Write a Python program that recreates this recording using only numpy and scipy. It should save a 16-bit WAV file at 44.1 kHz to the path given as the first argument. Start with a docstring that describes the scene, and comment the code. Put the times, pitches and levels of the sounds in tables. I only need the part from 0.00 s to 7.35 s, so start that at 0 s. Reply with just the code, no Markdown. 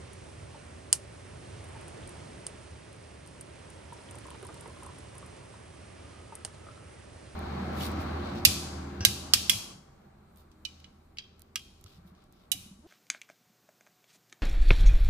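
"""Hot water trickles from a kettle into a steel mug at a riverside camp: noise-like drops ring the mug's
resonances, with gliding decaying sines for bubbles and glugs, noise for splashes, and a climbing hollow note.
A wood fire in a small stove ticks and pops three times, as short flat-spectrum bursts; each pop bounces off
the ground and scatters among the trees. Behind it all the distant river rushes and rumbles, as filtered noise.
A phone picks it up in stereo; its two ports ring in the high treble."""
import sys
import numpy as np
from scipy import signal
from scipy.fft import rfft, irfft, next_fast_len
from scipy.io import wavfile

SR = 44100
rng = np.random.default_rng(int(sys.argv[2]) if len(sys.argv) > 2 else 0)


def persist_wave(psi):
    """Save psi, clipped to +-1, as 16-bit WAV."""
    counts = np.round(np.clip(psi, -1, 1) * 32767).astype(np.int16)
    wavfile.write(sys.argv[1], SR, np.atleast_2d(counts).T)


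N = 324135
FFT_SIZE = next_fast_len(N, True)
TIME, FREQ = np.arange(N) / SR, np.fft.rfftfreq(FFT_SIZE, 1 / SR)  # s, Hz
LEFT_RIGHT = np.array([[1], [-1]])

# colour of ticks and of the spatter round the mug: f/Hz, level/dB
SPATTER_COLOUR = [(500, -35), (2000, -21), (3200, -9), (5200, -4), (7200, 2), (8300, 10.5), (9000, 17),
                  (10000, 16.5), (11400, 8), (13000, -66)]
# the mug's hollow note, climbing as it fills: t/s, f/Hz, level/dB before the pour's own gain
HOLLOW_NOTE = [(0, 879, -73), (3.7, 916, -66), (4.9, 1018, -68), (6.3, 1263, -56), (6.55, 1300, -62),
               (6.7, 1295, -58.5), (6.8, 1310, -54), (7.0, 1335, -68)]


def undb(db):
    """Decibels to amplitude gain."""
    return 10 ** (np.asarray(db) / 20)


def unit(x):
    """Scale to an rms of 1."""
    return x / np.sqrt(np.mean(x ** 2))


def curve(points):
    """(Hz, value) points joined on a log-frequency axis."""
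    hz, value = np.transpose(points)
    return np.interp(np.log(FREQ + 1), np.log(hz), value)


def shape(x, response):
    """Filter by a frequency response."""
    return irfft(rfft(x, FFT_SIZE) * response, FFT_SIZE)[..., :N]


def causal(db):
    """Minimum-phase response with this spectrum, so it rings only after it is struck."""
    cepstrum = irfft(np.log(undb(db)))
    half = len(cepstrum) // 2
    folded = np.r_[cepstrum[0], 2 * cepstrum[1:half]]
    return np.exp(rfft(folded, len(cepstrum)))


def add(out, s, sound):
    """Mix a short sound in at time s."""
    start = int(np.clip(round(s * SR), 0, N - 1))
    out[..., start:start + sound.shape[-1]] += sound[..., :N - start]


def walk(rate):
    """Random levels, rate per second, joined by straight lines; the spread is near 1."""
    steps = rng.standard_normal(1024)
    return 0.86 * np.interp(TIME * rate, np.arange(len(steps)), steps)


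def between_ports(pan_db, phase):
    """Stereo response: left and right share out a level gap in dB and a phase lead in radians."""
    return undb(LEFT_RIGHT * pan_db / 2) * np.exp(1j * LEFT_RIGHT * phase / 2)


def outdoors(x, echo_ms, echo_db, scatter_db, t60):
    """Direct sound, one bounce from the ground, then a short scatter from gear and trunks."""
    t = TIME[:SR // 5]
    scatter = rng.standard_normal((2, len(t))) * undb(-60 * t / t60) * (t > .001)
    response = undb(scatter_db) * unit(scatter) / np.sqrt(len(t))
    response[:, 0] += 1  # direct
    add(response, echo_ms / 1000, undb([echo_db]))
    return signal.fftconvolve(np.atleast_2d(x), response, axes=1)[:, :N]


def ports(x, colour, extra_db=0):
    """Colour a sharp sound; each microphone port rings with its own level and phase."""
    # gap between the ports on sharp sounds: f/Hz, left minus right level/dB, left lead/rad
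    port_gaps = np.array([(1000, -4, -.4), (2000, -2.5, -.5), (3000, -3, -1.3), (4500, -8, -.1),
                          (6000, -7, -.5), (7400, -4, -.9), (8000, -.3, -.9), (8800, -.5, .2),
                          (9600, 0, 1.9), (10300, 0, 2.8), (11500, -1, 1.6)])
    pan_db, phase = curve(port_gaps[:, :2]), curve(port_gaps[:, ::2])
    return shape(x, causal(curve(colour) + extra_db) * between_ports(pan_db, phase))


def river(ripple_db=0.97, ripple_rate=11, swell_db=-1.5, low_hz=37):
    """Distant rapids: a rumble and a wide rush whose octaves ripple on their own and swell together."""
    # low rumble, relative: f/Hz, level/dB
    rumble_points = [(12, -72), (20, -37), (38, -16), (56, -12.5), (76, 1), (95, -2.5), (155, -8.5),
                     (179, -11.5), (217, -14), (260, -16.5), (340, -48), (570, -120)]
    # broad rush, relative: f/Hz, level/dB
    rush_points = [(120, -4), (200, -5), (270, 0.5), (390, 4), (490, 0.5), (580, 3.5), (700, -2.5),
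                   (1000, -5.5), (1800, -8.5), (2700, -11), (3900, -16.5), (5400, -17), (6500, -18.6),
                   (7500, -20.5), (8900, -15), (9700, -12.5), (10200, -23.5)]
    # the river at the two ports: f/Hz, left minus right level/dB, left lead/rad, likeness/0-1
    river_ports = [(60, 0, 0, 1), (120, -3.5, .2, .97), (180, -2.5, .4, .82), (260, -2.5, .5, .55),
                   (350, -2.5, 1, .66), (450, -1.5, 1.9, .5), (570, -.5, 1.7, .46), (740, -1.5, 2.2, .25),
                   (1000, -2.5, .9, .29), (1430, -3, .7, .2), (2000, -3.5, 0, .54), (2900, -3.5, -.7, .68),
                   (5600, -5.5, -.9, .66), (7200, -3, -1, .73), (8500, -1, -.2, .88), (9600, .5, 2, .82)]
    rumble_db, rush_db, rush_top_hz = -50.5, -51, 10200

    rumble = undb(curve(rumble_points)) / np.hypot(1, (low_hz / (FREQ + 1)) ** 4)
    rush = undb(curve(rush_points)) * (FREQ < rush_top_hz) * (FREQ > 2 * low_hz)
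    colour = np.hypot(undb(rumble_db) * unit(rumble), undb(rush_db) * unit(rush))

    hz, *columns = np.transpose(river_ports)
    pan_db, phase, likeness = (curve(np.c_[hz, column]) for column in columns)
    likeness = np.clip(likeness, 0, 1)
    mid, side = rng.standard_normal((2, N))
    water = shape(mid, np.sqrt((1 + likeness) / 2))
    water = water + LEFT_RIGHT * shape(side, np.sqrt((1 - likeness) / 2))
    water = shape(water, colour * between_ports(pan_db, phase))

    octave, swell = np.log2(FREQ + 1), swell_db * walk(1.0)
    # overlapping triangular octave bands
    bands = (shape(water, np.maximum(1 - abs(octave - k), 0)) for k in range(4, 15))
    return sum(band * undb(swell + ripple_db * walk(ripple_rate)) for band in bands)


def burst(length_s, size=256, count=12):
    """A brief run of tiny fractures: noise evened out to a flat spectrum and near unit energy."""
    window, run = np.exp(-(TIME[:size] / length_s) ** 4), rng.standard_normal(size)
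    for _ in range(count):
        phase = np.angle(rfft(run * window))
        run = irfft(np.exp(1j * phase))
    return run[:size // 2]


def fire(echo_s=.0048, echo_db=-12, scatter_db=-11, t60=0.11, spread=0.49):
    """Each pop is a few milliseconds at most of tearing fibres, a ground bounce and a dense, short scatter."""
    # splitting wood and sizzling sap: t/s, level/dB, split length/s, tilt/dB per octave, extra sizzle/dB
    pops = [(.9281, 14.2, .0017, 0, .5), (2.4661, -8, .0022, -3.5, 9.5), (6.4491, -3.3, .0025, -4.3, 4)]
    # colour of a snap, with the stove's resonances: f/Hz, level/dB
    snap_colour = [(100, -30), (500, -17), (780, -13), (1200, -23), (1750, -14.5), (2150, -13.5),
                   (2450, -22), (2950, -4), (3500, -11.5), (3900, -18.5), (4400, -5), (5150, -1),
                   (5700, -11), (6300, -9), (6750, 1.5), (7300, 0), (7700, -6), (8100, 3), (8500, 2),
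                   (9000, 9), (9450, 0), (10300, 2.5), (11300, -19), (13000, -21), (16000, -20)]
    # colour of its scatter from gear and trunks: f/Hz, level/dB
    scatter_colour = [(200, -22), (700, -10), (1300, -14), (2300, -13), (2900, -6), (3800, -11), (5000, -5),
                      (6500, -1.5), (8200, -1), (9300, 5), (10200, 5), (11200, -8), (12300, -17),
                      (13500, -45)]
    sizzle_hz, sizzle_width_hz = 8900, 1000

    out, t = np.zeros((2, N)), TIME[:SR // 5]
    sizzle = np.exp(-((FREQ - sizzle_hz) / sizzle_width_hz) ** 2)
    for s, db, length_s, tilt_db, sizzle_db in pops:
        split, scatter = np.zeros(N), np.zeros((2, N))
        crack = undb(db) * burst(length_s)
        add(split, s, crack)
        add(split, s + echo_s, undb(echo_db) * crack)
        # noise shared by both ports, plus some of each port's own
        tail = rng.standard_normal(len(t)) + spread * rng.standard_normal((2, len(t)))
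        tail = tail * undb(-60 * t / t60)
        add(scatter, s + length_s, undb(db + scatter_db) * tail / np.sqrt(np.sum(tail ** 2) / 2))
        own_db = tilt_db * np.log2(np.maximum(FREQ, 700) / 5000) + sizzle_db * sizzle
        out += ports(split, snap_colour, own_db) + ports(scatter, scatter_colour, own_db)
    return out


def bubble(hz, cycles, rise, glide):
    """A trapped air pocket swells, rings for some cycles and slides in pitch."""
    t = TIME[:SR // 12]
    age = t * hz / cycles
    ring = (1 - np.exp(-t * hz / rise)) ** 2 * np.exp(-age)
    pitch = hz * (1 + glide * np.tanh(age / 2))
    return ring / ring.max() * np.sin(2 * np.pi * np.cumsum(pitch) / SR)


def ticks(tick_db=16.0, length_s=0.0011, shard_db=-9, shard_s=0.004, shard_hz=8300, octaves=0.31, count=3):
    """Each tick is a tiny run of fractures or droplets; shards of their own pitch land just after it."""
    # sharpest ticks of embers and flying drops: t/s, relative level/dB
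    tick_hits = [(0.133, -51), (1.6417, -54), (1.6865, -57), (1.8113, -55), (1.8813, -49), (2.075, -48),
                 (2.092, -48), (2.929, -56), (3.262, -57), (3.274, -52.5), (3.4101, -42), (3.7016, -53),
                 (3.9311, -52), (4.1103, -47), (4.1543, -50.5), (4.186, -49), (4.2673, -53), (4.3038, -49),
                 (4.4268, -53), (4.4489, -50), (4.4677, -49), (4.5428, -50), (4.6092, -47), (4.6774, -53.5),
                 (4.833, -48.5), (4.863, -51.5), (4.9847, -52.5), (5.153, -55), (5.1806, -47), (5.262, -53),
                 (6.353, -40.5)]
    out = np.zeros(N)
    for s, db in tick_hits:
        add(out, s, undb(db + tick_db) * burst(length_s))
        for late, detune in rng.random((count, 2)):
            shard = bubble(shard_hz * 2 ** (octaves * (2 * detune - 1)), cycles=3, rise=1, glide=0)
            add(out, s + shard_s * late, undb(db + shard_db) * shard)
    return outdoors(ports(out, SPATTER_COLOUR), echo_ms=4.8, echo_db=-13, scatter_db=-10, t60=.06)


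def flow():
    """Strength of the pour as a gain."""
    # strength of the pour: t/s, level/dB
    pour = [(0, -45.5), (1.3, -13.5), (2.1, -5), (2.45, -19.5), (3.6, -9), (4.2, -1), (4.85, -2.5),
            (5.6, -12.5), (6.3, -11), (6.7, -4), (7.05, -20.5)]
    return undb(np.interp(TIME, *np.transpose(pour)))


def note_hz(s):
    """Pitch of the mug's hollow note at time s."""
    times, hz, _ = np.transpose(HOLLOW_NOTE)
    return np.interp(s, times, hz)


def mug_note(width_hz=70, pan_db=-2, growth=1.04):
    """The falling stream keeps one narrow mug resonance ringing unevenly, louder with the flow."""
    narrow = 1 / (1 + (2 * FREQ / width_hz) ** 2)
    drive = [unit(shape(noise, narrow)) for noise in rng.standard_normal((2, N))]
    phase = 2 * np.pi * np.cumsum(note_hz(TIME)) / SR
    ring = drive[0] * np.cos(phase) + drive[1] * np.sin(phase)
    times, _, db = np.transpose(HOLLOW_NOTE)
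    return ring * flow() ** growth * undb(np.interp(TIME, times, db) + LEFT_RIGHT * pan_db / 2)


def scattered(bunching, count):
    """Chance events that crowd where the pour is strong: rows (s, size, detune), the last two in spreads."""
    poured = np.cumsum(flow() ** bunching)
    place, size, detune = rng.random((count, 3)).T
    s = np.interp((np.arange(count) + place) / count, poured / poured[-1], TIME)
    return np.c_[s, np.sqrt(12) * (size - .5), np.sqrt(12) * (detune - .5)]


def fizz(drop_db=-55, spread_db=2.0, centre_hz=6200, octaves=0.77, pan_db=-6.0, cluster_s=0.016, count=6):
    """A strong pour flings dense clusters of droplets, each too brief to have a pitch: a soft fizz."""
    out = np.zeros((2, N))
    for s, size, _ in scattered(bunching=2.6, count=60):
        for late, detune, weak in rng.random((count, 3)):
            tap = bubble(centre_hz * 2 ** (octaves * (2 * detune - 1)), cycles=1.5, rise=.6, glide=.04)
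            tap_db = drop_db + spread_db * (size - weak) + LEFT_RIGHT * pan_db / 2
            add(out, s + cluster_s * late, undb(tap_db) * tap)
    out = shape(out, 1 / (1 + (FREQ / 11000) ** 24))  # steep cut above 11 kHz
    return outdoors(out, echo_ms=4.8, echo_db=-11, scatter_db=-4, t60=.07)


def bubble_births(faint_db=-52, spread_db=2, detune_share=0.048, cycles=5):
    """Large bubbles, and faint ones that come by chance near the mug's note: rows (s, dB, Hz, cycles)."""
    # large bubbles in the mug: t/s, relative level/dB, starting f/Hz, ring time/cycles
    large = [(.544, -44.5, 903, 4.5), (.556, -46.5, 885, 5), (1.750, -45, 920, 3.8), (1.761, -47, 890, 4.2),
             (3.923, -38.5, 990, 5.5), (4.145, -47, 1030, 5), (4.255, -40.5, 1040, 4),
             (4.284, -41.5, 1050, 4.2), (4.312, -40, 1030, 4.6), (4.344, -50, 950, 4),
             (4.451, -44, 1014, 9.2), (4.488, -42, 1270, 4), (4.491, -46, 920, 3.5), (4.563, -46, 980, 4),
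             (4.641, -46.5, 1150, 3.7), (4.656, -45, 990, 3), (4.678, -52, 1060, 6.5),
             (4.767, -49, 1100, 4), (4.823, -40, 1050, 4), (4.849, -44, 1200, 3), (4.865, -39.5, 1060, 4),
             (4.889, -41, 1050, 4.3), (4.895, -49, 1020, 4.4), (5.227, -42.5, 1184, 5),
             (5.539, -45, 1030, 3), (6.322, -39, 932, 6), (6.326, -48, 1320, 4), (6.555, -54, 1330, 4),
             (6.592, -56, 1310, 4), (6.667, -45, 1320, 5), (6.686, -40.5, 1315, 4.4),
             (6.776, -46.5, 1350, 4)]
    faint = [(s, faint_db + spread_db * size, note_hz(s) * (1 + detune_share * detune), cycles)
             for s, size, detune in scattered(bunching=2.4, count=12)]
    return list(large) + faint


def gurgle(bubble_db=-0.9, glug_db=-6, drip_db=-1, skin_db=-8, plunge_db=0.5, splash_s=0.0089,
           plunge_s=0.012, satellite_db=-11, satellite_ratio=1.28):
    """Bubbles, glugs and drips ring as sines; bubbles are born with a small splash, glugs with a long one."""
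    # deep glugs where the stream plunges in: t/s, relative level/dB, starting f/Hz
    glugs = [(3.985, -44, 394), (4.16, -46, 387), (4.348, -43.5, 403), (4.428, -39.5, 377),
             (4.488, -45, 350), (4.5, -42.5, 330), (4.564, -52, 420), (4.658, -40, 420), (4.68, -48, 363),
             (4.835, -42, 380), (4.898, -45, 410)]
    # drops that hit the steel wall: t/s, relative level/dB, starting f/Hz
    drips = [(2.028, -44, 3080), (2.037, -44, 3440), (4.088, -43, 3200), (4.305, -43, 3050)]
    # colour of a splash down in the mug: f/Hz, level/dB
    splash_colour = [(150, -16), (320, 7), (520, 12.5), (780, 5.5), (1000, 1), (1300, 5.5), (1700, -5),
                     (3000, -9), (6000, -28), (11000, -70)]

    out, splash, t = np.zeros((2, N)), np.zeros(N), TIME[:SR // 12]
    births = bubble_births()
    for (s, db, hz, cycles), (late, size) in zip(births, rng.random((len(births), 2))):
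        gain = undb(db + bubble_db)
        add(out, s, gain * bubble(hz, cycles, rise=1.2, glide=-.06))
        # a smaller, higher bubble pinches off within a few milliseconds
        small = bubble(hz * (satellite_ratio + 0.16 * (size - .5)), cycles=1.7, rise=0.97, glide=0.034)
        add(out, s + 0.0087 * late, gain * undb(satellite_db) * small)
        add(splash, s, undb(db + skin_db) * rng.standard_normal(len(t)) * np.exp(-t / splash_s))
    for s, db, hz in glugs:
        glug = bubble(hz, cycles=4.0, rise=0.31, glide=0.056)
        add(out, s, undb(db + glug_db + LEFT_RIGHT * -1.5) * glug)
        add(splash, s, undb(db + plunge_db) * rng.standard_normal(len(t)) * np.exp(-t / plunge_s))
    for s, db, hz in drips:
        add(out, s, undb(db + drip_db) * bubble(hz, cycles=2.4, rise=0.55, glide=.02))
    out += shape(splash, undb(curve(splash_colour) + LEFT_RIGHT * -1.2))
    return outdoors(out, echo_ms=5, echo_db=-22, scatter_db=-6, t60=.15)


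def trickle(body_db=-59, spray_db=-70, drops_per_s=260, spread_db=4.5, pan_db=-3, soft_hz=3500):
    """The stream breaks into drops of uneven size that ring the mug and throw fine spray."""
    # resonances of the air and water in the mug: f/Hz, width/Hz, level/dB
    resonances = [(393, 100, 4), (955, 310, -8), (1270, 260, -8), (1870, 640, -16.5), (3220, 1700, -6.5)]
    sizes = undb(spread_db * np.minimum(rng.exponential(size=(2, N)), 3))
    spray = rng.choice([-1, 1], (2, N)) * sizes
    plunges = spray * (rng.random((2, N)) < drops_per_s / SR)
    mug = sum(undb(db) * 1j * FREQ * width / (hz ** 2 - FREQ ** 2 + 1j * FREQ * width)
              for hz, width, db in resonances)
    # hot water lands softly, so a plunge has little treble
    mug = mug / (1 + (FREQ / soft_hz) ** 4)
    body = unit(shape(plunges, mug)) * undb(body_db + LEFT_RIGHT * pan_db / 2)
    # one fresh drop per sample makes the fine spray
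    spray = rng.permuted(spray, axis=1)
    hiss = unit(ports(spray, SPATTER_COLOUR)) * undb(spray_db)
    return outdoors(flow() * (body + hiss), echo_ms=3.7, echo_db=-8, scatter_db=-15, t60=0.12)


def scene():
    """Fire and pouring in front of the river."""
    return fire() + ticks() + fizz() + gurgle() + trickle() + mug_note() + river()


def record(dry):
    """The phone clips whatever passes full scale, then cuts the top above 16 kHz."""
    top_cut = signal.ellip(8, .2, 70, 16000, fs=SR, output="sos")
    return signal.sosfilt(top_cut, np.clip(dry, -1, 1))


dry = scene()
out = record(dry)
persist_wave(out)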